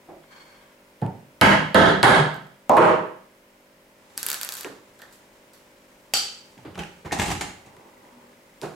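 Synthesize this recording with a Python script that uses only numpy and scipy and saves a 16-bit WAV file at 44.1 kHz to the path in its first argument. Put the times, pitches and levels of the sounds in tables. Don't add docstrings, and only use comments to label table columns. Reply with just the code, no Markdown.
import sys
import numpy as np
from scipy import signal
from scipy.io import wavfile
from scipy.ndimage import uniform_filter1d, minimum_filter1d

SR = 44100
rng = np.random.default_rng(int(sys.argv[2]) if len(sys.argv) > 2 else 0)


def gain_from_db(level_db):
    decades = np.asarray(level_db, float) / 20
    return 10 ** decades


def store_pcm(level_fs):
    pcm = np.round(np.clip(level_fs, -1, 1) * 32767).astype(np.int16)
    wavfile.write(sys.argv[1], SR, np.atleast_2d(pcm).T)


N = 385864

# (time [s], body and room level [dB], contact tick level [dB], bass level [dB])
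HAMMER_BLOWS = [
    (1.4114, -4, 0.5, -7),
    (1.7444, -0.5, 1, -11),
    (2.0286, 0, 8, -10.5),
]
HAMMER_LAID = [
    (2.694, -6, -5, -15),
    (2.768, -2, -7, -19.5),
]
TOOL_DROP = [
    (6.136, -24, -14, -34),
    (6.170, -32.5, -22, -59),
]
BENCH_KNOCKS = [
    (0.084, -40, -70, -70),
    (0.101, -46, -68, -71),
    (1.016, -23, -39, -29.5),
    (1.063, -37.5, -37, -45.5),
    (4.646, -33, -37, -64),
    (6.568, -46, -70, -49),
    (6.647, -36.5, -70, -50),
    (7.766, -54, -44, -76),
    (8.618, -35, -57, -39),
    (8.629, -30, -55, -33),
]
STAND_JOLTS = [(7.118, -14, -45, -28), (7.123, -12, -42, -24), (7.186, -16.5, -60, -35),
               (7.195, -11, -45, -24), (7.216, -11.5, -22, -42), (7.257, -17, -37, -27),
               (7.279, -13.5, -40, -25), (7.300, -15.5, -45, -33), (7.311, -13, -41, -31),
               (7.35, -50, -18, -32), (7.408, -12.5, -23, -45), (7.477, -40, -43, -50),
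               (7.66, -36.5, -55, -43)]
FOOT_NUDGES = [
    (6.716, -28, -60, -43),
    (6.752, -22, -55, -43),
    (6.774, -11, -60, -39),
    (6.786, -11, -50, -35),
    (6.812, -23, -50, -44),
    (6.859, -45, -60, -50),
    (7.046, -16, -60, -42),
    (7.057, -13, -60, -43),
]
CATCH_CLICKS = [
    (4.6455, -52, -18, -60),
    (7.056, -60, -53.5, -70),
    (7.112, -60, -70, -80),
    (7.122, -40, -50, -53),
    (7.179, -62, -54, -60),
    (7.194, -39, -48, -54),
]
PUNCH_FLICKS = [
    (4.991, -67, -54, -80),
    (5.004, -78, -58, -80),
    (5.018, -61, -36, -79),
    (5.075, -69, -65, -85),
]
JOINT_TICKS = [
    (6.577, -63, -42, -80),
    (6.778, -56, -34, -78),
    (6.822, -65, -36, -80),
    (6.745, -58, -45, -80),
    (6.7545, -60, -31.5, -80),
    (6.789, -41, -32, -80),
    (6.8345, -65, -25, -80),
    (7.055, -57, -44, -80),
]
PIN_PINGS = [
    (7.054, -63, -48, -80),
    (7.124, -56, -29, -80),
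    (7.194, -52, -34, -80),
    (7.217, -66, -29, -78),
    (7.41, -58, -36, -80),
]
CLIP_PLUCKS = [
    (7.1105, -66, -14, -90),
    (7.179, -68, -30, -90),
]
NAIL_TAPS = [
    (8.6148, -51, -23.5, -80),
    (8.628, -58, -32, -80),
]
# (time [s], body and room level [dB], contact tick level [dB])
PUNCH_SNAPS = [(2.343, -48, -49), (2.3544, -50, -54), (2.3636, -49, -53), (2.468, -55, -58),
               (2.52, -61, -67), (2.7834, -39, -40), (4.1728, -32, -43), (4.1763, -9, -23),
               (4.2292, -11, -23.5), (4.255, -37, -40), (4.2644, -10, -22.5), (4.2858, -6.5, -23),
               (4.3011, -12, -22), (4.3149, -18, -23.5), (4.329, -10.5, -24.5), (4.343, -12, -24.5),
               (4.4125, -10.5, -26.5), (4.4225, -34, -42), (4.4313, -11.5, -25.5), (4.4475, -20, -30),
               (4.4891, -13, -27), (4.522, -13.5, -29.5), (4.531, -31, -42), (4.5383, -17, -33),
               (4.552, -25, -35), (4.5688, -14.5, -34), (4.579, -31, -38), (4.585, -19, -41.5),
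               (4.6087, -20, -30), (4.6318, -35, -38.5), (4.99, -32, -55), (5.018, -34, -44),
               (5.125, -29, -53.5), (5.534, -29, -52)]

# (start [s], peak [s], end [s], peak level [dB], end level [dB])
HEAD_SCRAPES = [
    (.228, .238, 0.27, -54, -74),
    (.28, .33, 0.74, -49.5, -61),
]
HEAD_SINGING = [
    (.28, .38, 0.62, -59, -72),
]
MAT_SLIDES = [
    (3.95, 4.17, 4.8, -35, -49),
    (4.69, 4.7, 30, -43.5, -69),
    (6.44, 6.45, 8.9, -51, -68),
    (7.15, 7.23, 7.5, -17, -38),
]
SLEEVE_BRUSHES = [
    (5.1, 5.13, 5.2, -65, -71),
    (5.545, 5.575, 5.1, -58, -56),
]
STAND_ROLL = [
    (7.52, 7.76, 8.34, -54, -61),
]
STAND_CREAK = [
    (8.11, 8.13, 8.47, -51, -65),
]
MOTOR_LOUDER = [
    (7.5, 7.6, 8.6, -20, -20),
]

# (frequency [Hz], level [dB])
BENCH_COLOURS = [
    [(40, -25), (69, -11), (96, -13), (194, -3), (329, -5), (918, -1.5), (1150, -4.5), (1630, 2),
     (2570, -11), (3050, -6.5), (3700, -24.5), (5200, -27.5), (10200, -34), (12500, -30.5), (16000, -104)],
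    [(40, -30), (69, 0.5), (91, -22), (194, 6), (256, -1), (337, 3.5), (1180, -3.5), (1630, 3), (2500, -19),
     (3300, -12), (5310, -32), (10400, -36.5), (13100, -41), (16000, -106)],
    [(40, -32.5), (147, -4.5), (237, -13), (392, -4.5), (444, -10), (600, -4.5), (1210, -8), (1630, -5.5),
     (2500, -20.5), (3300, -21.5), (5580, -39.5), (9940, -32.5), (13400, -45), (16000, -106)],
]
HANDLE_COLOURS = [
    [(40, -52), (330, -21.5), (500, -10), (630, 1), (751, -2.5), (1100, -9.5), (1750, -52), (6020, -51.5),
     (14800, -73), (16000, -76)],
    [(40, -61.5), (81, -32), (159, 3.5), (243, -15.5), (320, 1.5), (556, -10.5), (615, 2.5), (733, -3),
     (810, 1), (1270, -6), (2000, -16), (3140, -25.5), (3930, -40.5), (8990, -42.5), (16000, -65)],
]
WOOD_COLOURS = [
    [(40, -39), (97, -26), (241, -23), (351, 2.5), (469, -17), (639, -3.5), (746, -8), (8000, -61),
     (10400, -86)],
    [(30, -38.5), (74, -29.5), (110, -1.5), (377, -9), (473, -6), (560, -12), (930, -4.5), (1130, -27.5),
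     (1460, -25.5), (12000, -74), (15600, -80)],
    [(40, -10), (103, 6), (243, -9.5), (339, 4), (650, -6), (854, -6), (5070, -29.5), (6000, -53),
     (7800, -48), (13200, -120)],
    [(40, -34), (136, -15), (306, -12.5), (372, -1.5), (476, -8), (899, -12.5), (2070, -28.5),
     (5130, -37.5), (14000, -52)],
]
LEATHER_COLOUR = [(59, -55), (100, -11), (224, 0.5), (302, -19), (481, -4.5), (872, -5), (1800, 4.5),
                  (3780, -3.5), (7290, -0.5), (16000, -4)]
STEEL_COLOUR = [(35, -47), (60, -26), (274, -34), (408, -17), (527, -35), (803, -14), (1090, -18),
                (1250, -8), (1740, -19.5), (3120, -7), (3950, -10), (4640, 0.5), (5210, -8), (12400, -22.5),
                (16000, -63)]
LEGS_COLOUR = [(25, -9), (92, -6), (363, -2), (545, -15), (863, -3), (1440, -13), (1700, -10), (5140, -18),
               (7510, -16.5), (14400, -34.5), (16000, -46)]
FEET_COLOUR = [(30, -1), (172, 4.5), (217, -5.5), (383, -3), (495, -11), (786, -15), (965, -9), (2140, -21),
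               (14000, -44)]
CATCH_COLOUR = [(300, -15), (900, 0), (1900, -20), (3500, -4), (12000, -34)]
# (frequency [Hz], level [dB])
PLAIN_TICK = [(500, -25), (2000, -14), (4500, 0.5), (7500, -0.5), (12000, 2), (14000, 6), (16000, -12)]
FACE_TICK = [(290, -43.5), (500, 7.5), (1640, -7), (2390, -9), (3920, -2), (4940, -6), (5880, -27),
             (7980, -11.5), (11100, -12), (13400, -27), (16000, -56)]
HANDLE_TICK = [(500, -8), (1500, 1), (3400, -5), (4300, -8.5), (7000, -8.5), (11000, -7), (14000, -16),
               (16000, -40.5)]
JOINT_TICK = [(500, -30), (1600, 5), (2800, 5.5), (4200, -6), (6500, -6.5), (12000, -21), (16000, -35)]
NAIL_TICK = [(1500, -20), (4000, -4), (5500, -7), (8500, -6), (12000, -10), (14500, -25), (16000, -40)]

# (frequency [Hz], level [dB], decay by 60 dB [s])
BENCH_RING = [(115.6, -24.5, 0.31), (156.4, -14.5, 0.28), (201.9, -17, 0.36), (428, -25, 0.25),
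              (664, -18, 0.14), (1457, -49, 0.05), (1625, -25.5, 0.044), (3040, -20.5, 0.0054)]
PLANK_RING = [(109.4, -31.5, 0.28), (334, -23, 0.11), (760, -30, .1), (306, -24.5, 0.098), (400, -25, 0.16),
              (522, -22, 0.17), (850, -28, 0.087), (922, -19, 0.09), (1055, -16.5, 0.057),
              (1297, -17.5, 0.091), (1494, -39, 0.13), (1680, -28, .06), (2120, -23, .04),
              (3280, -30, .025), (3900, -33, .03)]
HAMMER_RING = [(3220, -33, 0.0232), (4380, -31.5, 0.013), (9800, -33, 0.012), (3700, -28, .02),
               (4800, -44, 0.021), (6380, -37.5, 0.0086), (8230, -40.5, 0.0088), (10700, -57, 0.012)]
HANDLE_RING = [(353, -19.5, 0.032), (525, -10, 0.042), (637, -10.5, 0.059), (810, -23, 0.071),
               (960, -18, 0.055), (1078, -16, 0.08), (1234, -20, 0.054)]
PUNCH_RING = [(1585, -9.5, 0.048), (1770, -11, 0.049), (4670, -2.5, 0.018), (8100, -2, 0.0056),
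              (12150, 1, 0.0042), (13600, -2, 0.0025)]
STEEL_RING = [(826, -18, 0.063), (2800, -26, .06), (3105, -13.5, 0.2), (3070, -25, .08), (4160, -29, 0.067),
              (4370, -18, 0.047), (4650, -14, 0.089), (4696, -13, 0.42), (4660, -18, 0.11),
              (5900, -20, 0.05), (6500, -18, .04), (7150, -12.5, 0.023), (7800, -13, 0.024),
              (12000, -16.5, 0.0046)]
LEG_RING = [(67, -24, 0.18), (103.6, -11, 0.076), (184, -7.5, 0.043), (831, -8.5, 0.039),
            (1830, -41, 0.018), (2150, -30, 0.022), (2780, -22, 0.018), (9050, -27, 0.064)]
CATCH_RING = [(1850, -1, 0.025), (2110, -9, 0.028), (2900, -19, 0.016)]
FLICK_RING = [(785, -19, .012), (1570, -1, 0.01), (1790, 3.5, 0.013), (3200, -12, 0.003)]
PIN_RING = [(830, 6, 0.036), (1820, -3, 0.041), (2120, 5, .035), (2730, -16, 0.023), (7100, -12.5, 0.014),
            (9100, -28, .06)]
CLIP_RING = [(1850, -2, .05), (2150, -7, .03)]
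# (frequency [Hz], width [Hz], level [dB])
HEAD_RESONANCES = [(1220, 290, -4), (1580, 220, 4), (2205, 120, 5), (3200, 290, 0), (4400, 120, -9)]

# (frequency [Hz], decay by 60 dB [s])
TAIL_DECAY = [(40, 0.058), (120, 0.6), (400, 0.5), (1100, 0.5), (3000, 0.53), (7000, 0.48), (12500, 0.33),
              (14000, 0.26), (15800, 0.18)]
# (frequency [Hz], likeness [0 to 1])
ROOM_LIKENESS = [(30, 0.6), (70, 1), (150, 0.96), (380, 0.65), (950, 0.12), (2380, 0.2), (5980, 0.22),
                 (15000, 0.83)]
# (frequency [Hz], level [dB])
ROOM_LEAN = [(60, -0.5), (180, 0), (550, -2), (1650, -3.5), (4970, -1), (15000, 2.5)]
# (frequency [Hz], level [dB])
HISS_COLOUR = [(25, 8), (45, -12.5), (149, -3), (242, -7.5), (451, -6), (545, -4), (695, -7), (962, -2.5),
               (1160, -8.5), (1370, -7), (2220, -8), (3820, -16), (16000, -23.5)]
# (frequency [Hz], likeness [0 to 1])
HISS_LIKENESS = [(30, 0.84), (70, 0.77), (180, 0.99), (550, 0.48), (1650, -0.0), (4970, 0.12),
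                 (15000, 0.88)]
# (multiple of the turn rate, level [dB])
MOTOR_HUM = [(4, -69), (5, -67), (6, -69.5), (7, -70), (8, -68), (9, -75), (10, -68), (11, -65), (12, -67),
             (13, -71.5), (104, -81)]


def evened(x):
    return x / np.sqrt(np.mean(x ** 2) + 1e-20)


def read(points, hz):
    f, value = np.transpose(points)
    return np.interp(np.log(hz + 1), np.log(f + 1), value)


def noise(size, likeness, db, frame=512):
    hz = np.fft.rfftfreq(frame, 1 / SR)[:, None]
    t = np.arange(size * 4 // frame + 5) * frame / 4 / SR
    a, b, c, d = rng.standard_normal((len(t), len(hz), 4)).T
    alike = np.clip(read(likeness, hz), -1, 1)
    left = a + 1j * b
    right = alike * left + np.sqrt(1 - alike ** 2) * (c + 1j * d)
    bins = np.array([left, right]) * gain_from_db(db(hz, t))
    return signal.istft(bins, nperseg=frame, noverlap=frame * 3 // 4)[1][:, :size]


def click(db, size=4096):
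    hz = abs(np.fft.fftfreq(size, 1 / SR))
    log_gain = np.log(gain_from_db(np.maximum(db(hz), -100)))
    phase = -signal.hilbert(log_gain).imag
    pulse = np.fft.ifft(np.exp(log_gain + 1j * phase)).real[:size // 2]
    return pulse / np.linalg.norm(pulse)


def resonate(x, hz, width_hz):
    return signal.lfilter(*signal.iirpeak(hz, hz / width_hz, SR), x)


def sides(db):
    return gain_from_db(np.array([[db / 2], [-db / 2]]))


def thinned(x, hz):
    return signal.sosfilt(signal.butter(2, hz, "high", fs=SR, output="sos"), x)


def level(rows):
    t = np.arange(N) / SR
    swell_db = 15.5
    gain = 0
    for start, peak, end, db, end_db in rows:
        gain = gain + gain_from_db(np.interp(t, (start, peak, end), (db - swell_db, db, end_db), -150, -150))
    return gain


def ringing(modes, scatter):
    t = np.arange(SR // 2) / SR
    out = np.zeros(len(t))
    for hz, db, t60 in modes:
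        detune, strength_db = scatter * rng.uniform(-1, 1, 2) * [.012, 5]
        ring = gain_from_db(-60 * t / t60) * np.sin(2 * np.pi * hz * (1 + detune) * t)
        out += gain_from_db(db + strength_db) * ring / np.linalg.norm(ring)
    return out


def body_thud(colour, pitch, bass_lift_db, band_count):
    bands_db = 2.2 * rng.standard_normal(band_count)
    bands_hz = np.linspace(0, SR / 2, band_count)

    def db(hz):
        bass = bass_lift_db / (1 + (hz / 170) ** 4)
        rumble_cut = 14 / (1 + (hz / 60) ** 4)
        return read(colour, hz / pitch) + np.interp(hz, bands_hz, bands_db) + bass - rumble_cut

    return click(db)


def room_echoes(rise_s, near_db, near_s):
    t = np.arange(SR * 3 // 5) / SR

    def tail_db(hz, u):
        return -60 * u / read(TAIL_DECAY, hz) + np.multiply.outer([.5, -.5], read(ROOM_LEAN, hz))

    echoes = noise(len(t), ROOM_LIKENESS, tail_db)
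    echoes /= np.sqrt(np.mean(echoes[:, :2000] ** 2))
    echoes += gain_from_db(near_db) * np.exp(-t / near_s) * rng.standard_normal(len(t))
    return echoes * (1 - np.exp(-t / rise_s)) ** 2


def contact_tick(colour, pitch, fade_s, rise_s):
    t = np.arange(301) / SR
    grit = rng.standard_normal(300) * np.exp(-t[:300] / fade_s) * (1 - np.exp(-t[1:] / rise_s))
    tick = np.convolve(grit, click(lambda hz: read(colour, hz / pitch), size=256))
    return tick / abs(tick).max()


def strikes(rows, colours, modes, tick_colour=PLAIN_TICK, body_db=0., tick_db=0., shelf_db=14.5,
            rise_s=.004, near_db=6., near_s=0.009, scatter=1, wet_db=0., tick_ring_db=-48.0,
            tick_s=0.00057, pitches=1, pans_db=0, lag_size=40, tick_rise_s=0.00002, band_count=90):
    out = np.zeros((2, N + SR))
    pitches = np.resize(pitches, len(rows))
    pans_db = np.resize(pans_db, len(rows))
    for row, colour, pitch, pan_db in zip(rows, colours * len(rows), pitches, pans_db):
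        s, db, contact_db, bass_db = row
        rung = ringing(modes, scatter)
        thud = body_thud(colour, pitch, bass_db - db + shelf_db, band_count)
        pulse = np.pad(thud, (0, len(rung) - len(thud))) + gain_from_db(wet_db) * rung
        echoes = room_echoes(rise_s, near_db, near_s)
        size = echoes.shape[1]
        sound = gain_from_db(db + body_db) * signal.fftconvolve(pulse[None], echoes, axes=1)[:, :size]
        tick = contact_tick(tick_colour, pitch, tick_s, tick_rise_s)
        sound[:, :len(tick)] += gain_from_db(contact_db + tick_db) * tick
        sound[:, lag_size:lag_size + len(rung)] += gain_from_db(contact_db + tick_ring_db) * rung
        out[:, round((s + .0008) * SR):][:, :size] += sound * sides(pan_db)
    return out[:, :N]


def rubbing():
    rough = gain_from_db(np.minimum(2.2 * evened(uniform_filter1d(rng.standard_normal(N), 500)), 2.5))

    def db(hz, t):
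        return read(LEGS_COLOUR, hz) + 0.086 * np.log2(hz / 1000 + .02) + 0 * t

    return evened(noise(N, ROOM_LIKENESS, db) * rough)


def camera():
    t = np.arange(N) / SR
    motor_hz, hiss_db, gain_db = 49.64, -58.5, 2.5
    hiss = evened(noise(N, HISS_LIKENESS, lambda hz, u: read(HISS_COLOUR, hz) + 0 * u, frame=2048))
    hum = 0
    for multiple, db in MOTOR_HUM:
        hum = hum + gain_from_db(db + gain_db) * np.sin(2 * np.pi * (multiple * motor_hz * t + rng.random()))
    pawl = np.diff(np.floor(t * motor_hz / 2 + 0.2), prepend=0) * gain_from_db(1.8 * rng.standard_normal(N))
    pawl_ring = resonate(resonate(pawl, 2030, 247), 2030, 247)
    return gain_from_db(hiss_db + gain_db) * hiss + hum + (gain_from_db(-24.5) + level(MOTOR_LOUDER)) * pawl_ring


def bench_knocks():
    woods = [WOOD_COLOURS[k] for k in (0, 0, 1, 1, 2, 1, 2, 2, 3, 3)]
    return strikes(BENCH_KNOCKS, woods, BENCH_RING[:3], FACE_TICK, body_db=-7.0, tick_db=2.5,
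                   rise_s=0.0013, near_s=0.055, wet_db=-1.5, pitches=0.96, pans_db=-1.5)


def lifted_head(rub):
    head = 0.29 * rub
    for hz, width_hz, db in HEAD_RESONANCES:
        head = head + gain_from_db(db) * resonate(rub, hz, width_hz)
    singing = evened(resonate(rub, 4360, 130))
    return evened(head) * level(HEAD_SCRAPES) + singing * level(HEAD_SINGING)


def hammer_blows():
    return strikes(HAMMER_BLOWS, BENCH_COLOURS, BENCH_RING + PLANK_RING + HAMMER_RING, FACE_TICK,
                   rise_s=0.0011, tick_s=0.00058, tick_rise_s=0.0005, tick_ring_db=-25.0,
                   scatter=0.27, near_db=-6.5, near_s=0.0062, band_count=400, pans_db=-0.3)


def punch_snaps():
    bass_db = -47
    pitches = 0.96 + .007 * np.transpose(PUNCH_SNAPS)[2]
    snaps = strikes([(*row, bass_db) for row in PUNCH_SNAPS], [LEATHER_COLOUR], PUNCH_RING,
                    body_db=-28.0, tick_db=12.5, shelf_db=22.0, rise_s=0.0015, near_db=9.0,
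                    near_s=0.0032, wet_db=-14.0, tick_ring_db=13.5, scatter=1 / 3, tick_s=0.00025,
                    pitches=pitches, pans_db=-0.1, lag_size=8)
    return thinned(snaps, hz=110)


def laid_hammer():
    laid = strikes(HAMMER_LAID, HANDLE_COLOURS, HANDLE_RING, HANDLE_TICK, tick_s=0.0003,
                   rise_s=0.00017, near_db=5.0, near_s=0.029, pans_db=-0.8)
    return thinned(laid, hz=130)


def mat_slides(rub):
    return gain_from_db(-16.5) * rub * level(MAT_SLIDES)


def catch_clicks():
    return strikes(CATCH_CLICKS, [CATCH_COLOUR], CATCH_RING, FACE_TICK, body_db=-5.5, rise_s=0.00086,
                   near_db=15.5, near_s=0.0086, scatter=0.27, wet_db=4.5,
                   pitches=[0.71, 0.92, 0.88, 0.88, 0.45, 0.94])


def punch_flicks():
    return strikes(PUNCH_FLICKS, [CATCH_COLOUR], FLICK_RING, FACE_TICK, rise_s=0.001, near_db=10.0,
                   near_s=0.023, scatter=0.22, pitches=0.96)


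def sleeve_brushes(rub):
    cloth = resonate(rub, 10000, 3000) + 1.6 * resonate(rub, 12000, 3000)
    return evened(cloth) * level(SLEEVE_BRUSHES)


def dropped_tool():
    return strikes(TOOL_DROP, [STEEL_COLOUR], STEEL_RING, FACE_TICK, rise_s=0.00014, near_db=13.5,
                   near_s=0.0011, scatter=0, tick_s=0.0014, tick_ring_db=21.5, pans_db=0.3)


def joint_ticks():
    return strikes(JOINT_TICKS, [JOINT_TICK], [], JOINT_TICK, rise_s=0.00085, near_db=13.0,
                   near_s=0.0043, tick_s=0.0017)


def foot_nudges():
    return strikes(FOOT_NUDGES, [FEET_COLOUR], LEG_RING[:4], FACE_TICK, body_db=-31.0, tick_db=-4.0,
                   shelf_db=18.0, rise_s=0.0013, near_db=10.0, near_s=0.016, wet_db=1.5, pans_db=-1.0)


def pin_pings():
    return strikes(PIN_PINGS, [CATCH_COLOUR], PIN_RING, JOINT_TICK, rise_s=0.00058, near_db=18.0,
                   near_s=0.0077, scatter=.3, wet_db=4.0, tick_ring_db=18.0, lag_size=8)


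def clip_plucks():
    return strikes(CLIP_PLUCKS, [CATCH_COLOUR], CLIP_RING, JOINT_TICK, tick_db=-20.0, tick_ring_db=8.0,
                   wet_db=15.0, near_db=12.0, near_s=0.008, scatter=0, lag_size=8)


def stand_jolts():
    return strikes(STAND_JOLTS, [LEGS_COLOUR], LEG_RING, FACE_TICK, body_db=-21.0, tick_db=-14.0,
                   shelf_db=18.5, rise_s=0.00059, near_db=10.0, near_s=0.012, tick_s=0.0024)


def stand_roll(rub):
    hollow = resonate(rub, 930, 230) + 1.1 * resonate(rub, 490, 250)
    return evened(hollow) * level(STAND_ROLL)


def stand_creak():
    creak_hz, sag_hz_per_s = 244, 32
    since_peak = np.arange(N) / SR - STAND_CREAK[0][1]
    turns = np.cumsum(creak_hz - sag_hz_per_s * since_peak) / SR
    flutter = 1 + 0.42 * evened(uniform_filter1d(rng.standard_normal(N), 600))
    return level(STAND_CREAK) * np.sin(2 * np.pi * turns) * flutter


def nail_taps():
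    return strikes(NAIL_TAPS, [NAIL_TICK], [], NAIL_TICK, rise_s=0.001, near_db=2.0, near_s=0.006,
                   tick_s=0.00061, pitches=[1.01, 0.8])


def scene():
    rub = rubbing()
    work = bench_knocks() + hammer_blows() + punch_snaps() + laid_hammer() + punch_flicks()
    work += dropped_tool() + nail_taps()
    stand = catch_clicks() + joint_ticks() + foot_nudges() + pin_pings() + clip_plucks() + stand_jolts()
    friction = lifted_head(rub) + mat_slides(rub) + sleeve_brushes(rub) + stand_roll(rub)
    return camera() + work + stand + friction + stand_creak()


def band_limit(x):
    return signal.sosfilt(signal.butter(12, 16990, fs=SR, output="sos"), x)


def record(dry):
    lookahead, threshold_db, release_db_per_s, recovery_s = 60, -12.5, 500., 3.6
    power_db = 10 * np.log10(abs(uniform_filter1d((dry ** 2).mean(0), 180)) + 1e-12)
    fall_db = np.arange(N) * release_db_per_s / SR
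    held_db = np.maximum.accumulate(power_db + fall_db) - fall_db
    over_db = np.maximum(held_db - threshold_db, 0)
    over_db = -minimum_filter1d(-over_db, size=lookahead * 2 + 1)
    memory = np.exp(-1 / SR / recovery_s)
    dip_db = 0.82 * signal.lfilter([1 - memory], [1, -memory], over_db)
    held = dry / gain_from_db(0.84 * uniform_filter1d(over_db, 120) + dip_db)
    held = thinned(held, hz=52)
    held = signal.oaconvolve(held, signal.firwin(511, 15950, fs=SR)[None], "same")
    finished = np.clip(held, -1, 1)
    return band_limit(finished)


dry = scene()
out = record(dry)
store_pcm(out)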